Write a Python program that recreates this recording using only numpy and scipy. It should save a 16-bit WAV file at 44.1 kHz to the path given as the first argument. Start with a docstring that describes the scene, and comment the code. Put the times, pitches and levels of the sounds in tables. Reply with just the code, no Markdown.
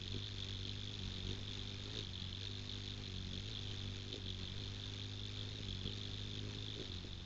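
"""In a hushed garden, a hummingbird hovers a hand's width from the microphone, sipping from a palm,
backing off upright and darting in again, then fading as it leaves. Every wingbeat pushes the air into
a hum, sheds low puffs and draws a short whistle and a rasp from the feathers on both strokes.
Hard braking strokes thump the air. A few dry ticks sound, and far insects drone thinly behind it all."""
import sys
import numpy as np
from scipy import signal
from scipy.fft import rfft, irfft, next_fast_len
from scipy.io import wavfile

SR = 44100
rng = np.random.default_rng(int(sys.argv[2]) if len(sys.argv) > 2 else 0)


def inscribe(sig):
    """Save sig as 16-bit PCM at rate SR to the path in sys.argv[1].

    A 1-D sig is mono; a 2-D sig holds one channel per row.
    Samples are clipped to [-1, 1] before scaling.
    """
    pcm = np.round(np.clip(np.atleast_2d(sig).T, -1, 1) * 32767)
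    wavfile.write(sys.argv[1], SR, pcm.astype(np.int16))


N = 319725
TIME = np.arange(N) / SR

# the bird flies off; the hum, which carries least far, fades first
LEAVES_S, HUM_FADE_DB_PER_S, FEATHER_FADE_DB_PER_S = 6.72, 10, 7


def gain_of(db):
    """Decibels to amplitude."""
    return 10 ** (np.asarray(db) / 20)


def unit_rms(x):
    """Scales to an rms of one."""
    return x / np.sqrt(np.mean(x ** 2) + 1e-20)


def equalise(x, points):
    """Filters by an EQ curve of (freq_hz, gain_db) points."""
    hz, db = np.transpose(points)
    size = next_fast_len(N + 4096)
    bins_hz = np.fft.rfftfreq(size, 1 / SR)
    curve_db = np.interp(np.log(bins_hz + 1), np.log(hz + 1), db)
    return irfft(rfft(x, size) * gain_of(curve_db), size)[:N]


def noise(colour):
    """Noise shaped by an EQ curve, rms one."""
    return unit_rms(equalise(rng.standard_normal(N), colour))


def wander(hz):
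    """Smooth random modulation up to about hz, rms one."""
    bins_hz = np.fft.rfftfreq(N, 1 / SR)
    return unit_rms(irfft(rfft(rng.standard_normal(N)) / (1 + (bins_hz / hz) ** 2), N))


def fuzzy_tone(hz, width_hz):
    """A narrow band of noise riding on a pitch curve."""
    angle = 2 * np.pi * np.cumsum(hz * np.ones(N)) / SR
    return unit_rms(wander(width_hz) * np.cos(angle) + wander(width_hz) * np.sin(angle))


def swells(rows):
    """Sums bell-shaped swells (centre_s, half_length_s, heights...) into one curve per height column."""
    shapes = [np.exp(-.5 * np.minimum(((TIME - s) / half) ** 2, 100)) for s, half, *_ in rows]
    return np.transpose(rows)[2:] @ np.array(shapes)


def crossfades(starts_s, fade_s):
    """One 0-1 fader curve per start, each handing over to the next."""
    begun = [(1 + np.tanh((TIME - s) / fade_s)) / 2 for s in starts_s[1:]]
    return -np.diff([np.ones(N), *begun, np.zeros(N)], axis=0)


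def flight():
    """The bird's control curves: posture, wingbeat count, effort in dB, whistle pitch, time since leaving."""
    # spells of hovering, by turns upright (backed off) and leaning in to sip:
    # start_s, thrust_db, buffet_db, whistle_db, rasp_db, pitch_hz
    spells = [(0.0, -1.5, -1, 1, 4.2, 3490.0), (0.12, 0.2, 0.9, 2, -0.4, 3524),
              (0.99, 1.1, 0.5, 1.5, 2.5, 3540), (1.3, 1, 1.5, 1.2, -0.7, 3578),
              (2.03, -2.7, -3, 1.3, 0, 3452), (2.37, 0.8, 0.7, 1.9, 0.1, 3567),
              (3.08, 1, 0.4, -2.6, 2.3, 3510), (3.399, -0.6, 1.3, -1, 1.4, 3510),
              (4.2, 0.3, 0.3, 0.4, 1, 3484), (4.55, 0.1, 1.1, 0.5, 0, 3530),
              (5.66, -1.5, -2, -1.0, 0.3, 3420.0), (5.88, 0.6, 2.3, 2.5, -0.2, 3550),
              (6.88, 0.9, 0.5, 0.2, -1, 3536)]
    # the wings hurry to brake or change course: centre_s, half_length_s, extra_beat_hz
    darts = [(0.273, 0.026, 3.37), (0.505, 0.028, 1.56), (0.942, 0.035, 2.13), (1.957, 0.053, 4.93),
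             (3.021, 0.041, 1.71), (3.506, 0.024, 7.06), (3.711, 0.021, 1.77), (4.164, 0.054, 3.31),
             (4.594, 0.023, 2.8), (5.568, 0.042, 2.47), (5.91, 0.057, 0.77), (6.816, 0.065, 3.14),
             (7.075, 0.022, 6.75)]
    # surges and lulls of effort:
    # centre_s, half_length_s, lift_db, thrust_db, buffet_db, whistle_db, rasp_db
    surges = [(0.152, 0.03, 4.5, 6.5, 7, 5.5, 3), (0.259, 0.033, -1, -10, -4.1, 0.5, -2.5),
              (0.499, 0.019, 2.7, 3, 2, 4.5, 3), (0.694, 0.029, 1.9, 4.5, 2, 3.5, 1),
              (1.05, 0.029, 3, 4.5, 0, -1.5, 3.2), (1.303, 0.031, 4, 4.5, 6.5, 4.5, 5.5),
              (1.388, 0.028, -2.7, 1.8, 3.5, -5.5, 1), (1.986, 0.021, 2, 1, 4.4, 8.5, 3),
              (2.226, 0.043, -0.7, 2.7, -2, 4.5, 2.2), (2.438, 0.027, 1, -4, 2.5, 5.5, 5.5),
              (3.185, 0.03, 2.0, 1.5, -2, 8, 1.5), (3.354, 0.027, 0, 6, 4, 9.5, 3.5),
              (3.55, 0.035, 1, 2, -2, 7.5, -2), (3.71, 0.029, 2, 2, 2.2, 7, 1),
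              (3.876, 0.036, 2.5, 6.5, 0.5, 2.5, -3), (4.15, 0.019, -6.0, 4.5, 5.5, 2.5, 1),
              (4.284, 0.025, 2.5, 2, 2.5, 2, 3), (4.42, 0.027, 1, 1.2, 4, 4, 4.5),
              (5.41, 0.019, 3, 2.6, 2.5, 4.5, -0.5), (5.711, 0.04, 2.5, 4.5, 2.5, 6, 5.5),
              (5.863, 0.026, 1.9, 7.0, 8.5, 7.5, 4), (6.456, 0.052, 2, 3.5, 2.4, -8, 2),
              (6.813, 0.022, -11, -0.2, 6.5, 0, 2.3), (6.956, 0.018, 7, 5.5, 6, 6, 6)]
    # base wing rate of level hovering: time_s, beat_hz
    pace = [(0.0, 50.16), (0.55, 47.44), (0.8, 50.06), (1.15, 49.77), (1.45, 49.51), (1.75, 49.34),
            (2.2, 49.32), (2.7, 49.37), (3.25, 49.67), (3.9, 48.59), (4.8, 50.08), (5.3, 50.81),
            (6.15, 49.78), (6.6, 52.06), (6.95, 47.83), (7.25, 48.04)]
    starts_s, *settings = np.transpose(spells)
    faders = crossfades(starts_s, fade_s=.02)
    upright = faders[::2].sum(0)
    *spell_db, pitch_hz = np.array(settings) @ faders
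    hurry_hz, = swells(darts)
    lift_db, *surge_db = swells(surges)
    thrust_db, buffet_db, whistle_db, rasp_db = np.add(spell_db, surge_db)
    beat_hz = np.interp(TIME, *np.transpose(pace)) - 3 * upright + hurry_hz
    # hurried strokes are shallower, stir more air and whistle higher
    return dict(upright=upright, beats=np.cumsum(beat_hz) / SR + .099,
                lift_db=lift_db - .27 * hurry_hz, thrust_db=thrust_db,
                buffet_db=buffet_db + .64 * hurry_hz, rasp_db=rasp_db + .53 * hurry_hz,
                whistle_db=whistle_db, pitch_hz=pitch_hz + 14 * hurry_hz,
                gone_s=np.maximum(TIME - LEAVES_S, 0))


def stroke(bird, place, rise, fall, scatter_db):
    """One swell of random strength per wingbeat, and the offset from its crest; timing is in beats."""
    beat = np.floor(bird["beats"] - place + .5)
    offset = bird["beats"] - place - beat
    strength = gain_of(scatter_db * rng.standard_normal(N // 100))[beat.astype(int) + 2]
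    width = np.where(offset < 0, rise, fall)
    return unit_rms(strength * np.exp(-.5 * (offset / width) ** 2)), offset


def hum(bird):
    """Both strokes push the air (even harmonics); the downstroke's surplus lands a little earlier (odd)."""
    # balance of the hum's partials within each band: harmonic, sipping_db, upright_db
    harmonics = [(1, -8.5, -6), (2, 2, 1), (3, -13, -14.5), (4, -11.5, -9.5), (5, -10.5, -14),
                 (6, -22, -24), (7, -21, -20.5), (8, -18, -17.5), (9, -29, -27.5), (10, -27.5, -32.5),
                 (11, -38.5, -36), (12, -45.5, -34.5)]
    upright = bird["upright"]
    both, surplus = bird["beats"] - .014, bird["beats"] + .024
    partials = []
    for k, sipping_db, upright_db in harmonics:
        wave = np.cos(2 * np.pi * k * (surplus if k % 2 else both))
        partials.append(gain_of(sipping_db + upright * (upright_db - sipping_db)) * wave)
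    partials[0] *= gain_of(.67 * bird["thrust_db"])  # a harder downstroke feeds the fundamental
    low, middle, high = (unit_rms(sum(band)) for band in np.split(partials, [2, 5]))
    lift = gain_of(-50 + .3 * upright + bird["lift_db"] + .51 * wander(6.6)) * low
    thrust = gain_of(-59 + 2 * upright + bird["thrust_db"] + .55 * wander(10)) * middle
    buffet = gain_of(-65.5 + upright + bird["buffet_db"] + .6 * wander(22)) * high
    return gain_of(-HUM_FADE_DB_PER_S * bird["gone_s"]) * (lift + thrust + buffet)


def eddies(bird):
    """Each stroke sheds a puff of stirred air, stronger in a sharp turn and when the body is upright."""
    # soft, low-mid colour of the puffs: freq_hz, gain_db
    colour = [(30, -23), (100, -9.5), (200, -2.5), (300, -1.5), (380, 2.5), (500, -9), (700, -19.5),
              (1200, -33.5), (3000, -67.5)]
    down, _ = stroke(bird, place=-.0088, rise=.056, fall=.15, scatter_db=.5)
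    up, _ = stroke(bird, place=.45, rise=.078, fall=.098, scatter_db=.5)
    level_db = -68 + 1.36 * bird["buffet_db"] + 1.2 * bird["upright"] - HUM_FADE_DB_PER_S * bird["gone_s"]
    return gain_of(level_db) * (down + gain_of(-8) * up) * noise(colour)


def whistle(bird):
    """Flight feathers sing briefly on each stroke, the downstroke's pitch sagging as the wing slows."""
    # weaker feather modes around the whistle: pitch_ratio, width_hz, level_db
    side_modes = [(.92, 167, -7.5), (1.0, 198.5, -2), (1.18, 167, -6)]
    # the band that the feather vanes radiate: freq_hz, gain_db
    vane_eq = [(2400, -3), (2880, -3), (3100, 0.5), (3600, -2), (3900, 0.5), (4330, -0.5), (4600, -8.5),
               (5500, -8)]
    base_db, upright = -55, bird["upright"]
    hz = bird["pitch_hz"] * (1 + .00399 * wander(14.27))
    throb_db = 1.45 * fuzzy_tone(5.8, width_hz=1.1)
    effort_db = bird["whistle_db"] + throb_db - FEATHER_FADE_DB_PER_S * bird["gone_s"]
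    # upright, the downstroke sings later, shorter and over a wider glide; sipping, it rings more purely
    down, offset = stroke(bird, place=-.15 + .025 * upright, rise=.058, fall=.08 - .0081 * upright,
                          scatter_db=2.8)
    up, _ = stroke(bird, place=.25, rise=.088, fall=.15, scatter_db=3)
    glide_hz = hz * (1 - (.16 + .22 * upright) * offset)
    jitter = 1 + .01102 * wander(151)
    tone = unit_rms(np.sin(2 * np.pi * np.cumsum(glide_hz * jitter) / SR))
    flutter = sum(gain_of(db) * fuzzy_tone(hz * ratio * (1 - .56 * offset), width_hz)
                  for ratio, width_hz, db in side_modes)
    voice = unit_rms(gain_of(-1.8 * upright) * tone + flutter)
    swing = unit_rms(np.tanh(.54 * down))  # a vane swings only so far, so the swell has a flat top
    downstroke = gain_of(base_db + effort_db + upright) * swing * voice
    # the upstroke is softer and follows the effort less
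    up_db = base_db - 4.5 + .73 * effort_db - 1.6 * upright
    upstroke = gain_of(up_db) * up * fuzzy_tone(hz * 1.02, width_hz=480)
    return equalise(downstroke + upstroke, vane_eq)


def rasp(bird):
    """Feather edges tear the air as the wing flips at the start of each stroke, harder in a dart."""
    # colours of the rushing air on the downstroke and the upstroke: freq_hz, gain_db
    down_colour = [(500, -13.5), (1000, -14.5), (1700, -8.5), (2400, 1.5), (2650, 5.5), (2900, -5.5),
                   (4200, 4), (4900, 1), (5900, -6), (6600, -0.5), (8000, -22.5)]
    up_colour = [(500, -8), (1100, -15), (1650, 4), (2000, -3), (2400, 4), (2900, 2.5), (4200, 2.5),
                 (4900, -4.5), (5900, -2), (6600, -3.5), (8000, -16.5)]
    down, _ = stroke(bird, place=-.2, rise=.058, fall=.2, scatter_db=2.1)
    up, _ = stroke(bird, place=.24, rise=.027, fall=.11, scatter_db=.5)
    effort_db = bird["rasp_db"] + 1.4 * wander(9) - FEATHER_FADE_DB_PER_S * bird["gone_s"]
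    grain = unit_rms(gain_of(1.1 * wander(1400)))
    rush = down * noise(down_colour) + gain_of(1.5) * up * noise(up_colour)
    return gain_of(-64 - 4 * bird["upright"] + effort_db) * grain * rush


def downwash(bird):
    """Upright, each downstroke sends a rough low gust toward the microphone."""
    # bass-heavy colour of the gusts: freq_hz, gain_db
    colour = [(20, -7.5), (55, 1), (150, -3), (220, -4.5), (400, -23), (1000, -50)]
    down, _ = stroke(bird, place=.02, rise=.083, fall=.17, scatter_db=1.5)
    level_db = -61.5 + .49 * bird["thrust_db"] - HUM_FADE_DB_PER_S * bird["gone_s"]
    return bird["upright"] * gain_of(level_db) * down * noise(colour)


def garden():
    """A bed of softly stirring outdoor air, with far insects droning on two thin pitches."""
    # low rumble and faint hiss of the open air: freq_hz, gain_db
    air_colour = [(15, 2.5), (26, 0.5), (40, 0), (58, 0.5), (90, -2.5), (160, -9), (350, -20), (600, -21.5),
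                  (1000, -21.5), (1300, -21.5), (2000, -22.5), (3600, -19.5), (4600, -23.5), (6600, -31),
                  (8000, -31.5)]
    air = gain_of(-54 + .95 * wander(2.8)) * noise(air_colour)
    high_insects = gain_of(-73 + 1.1 * wander(12)) * fuzzy_tone(5130, width_hz=180)
    low_insects = gain_of(-65.5) * fuzzy_tone(3620, width_hz=89)
    return air + high_insects + low_insects


def flicks(width_s):
    """A wing turned flat against the air thumps: one brief suction between two pushes."""
    # hard braking strokes: time_s, level_db
    thumps = [(1.961, -45.5), (4.143, -34.5), (4.161, -41), (5.605, -43), (6.777, -45), (6.797, -38),
              (6.815, -37), (6.853, -60), (7.047, -41)]
    out = np.zeros(N)
    for time_s, level_db in thumps:
        offset = (TIME - time_s - .001) / width_s
        out += gain_of(level_db + .5) * (offset ** 2 - 1) * np.exp(-offset ** 2 / 2)
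    return out


def ticks(decay_s):
    """Tiny dry snaps of bright noise, gone in a millisecond."""
    # cues of the snaps: start_s, level_db
    snaps = [(3.496, -43), (5.2637, -40), (6.8409, -48)]
    envelope = np.zeros(N)
    for start_s, level_db in snaps:
        age_s = TIME - start_s - .001
        envelope += gain_of(level_db) * (age_s > 0) * np.exp(-abs(age_s) / decay_s)
    return envelope * noise([(1000, -4), (3000, -12), (6000, 11), (7500, 15), (8500, 11), (9200, -13)])


def scene():
    """One wing cycle drives the hum, the stirred air and the feathers, over the garden bed; mono."""
    bird = flight()
    wings = hum(bird) + eddies(bird) + whistle(bird) + rasp(bird) + downwash(bird)
    return (wings + garden() + flicks(width_s=.00079) + ticks(decay_s=.00036))[None]


def record(dry):
    """A small microphone with dull treble, then a steep high cut."""
    # the microphone's treble roll-off: freq_hz, gain_db
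    mic_eq = [(0, 0.5), (6700, 0.5), (7200, -4), (7700, -14), (8300, -21.5), (9000, -25)]
    high_cut = signal.firwin(511, 8800, window=("kaiser", 9), fs=SR)
    return signal.oaconvolve(equalise(dry[0], mic_eq), high_cut, "same")[None]


dry = scene()
out = record(dry)
inscribe(out)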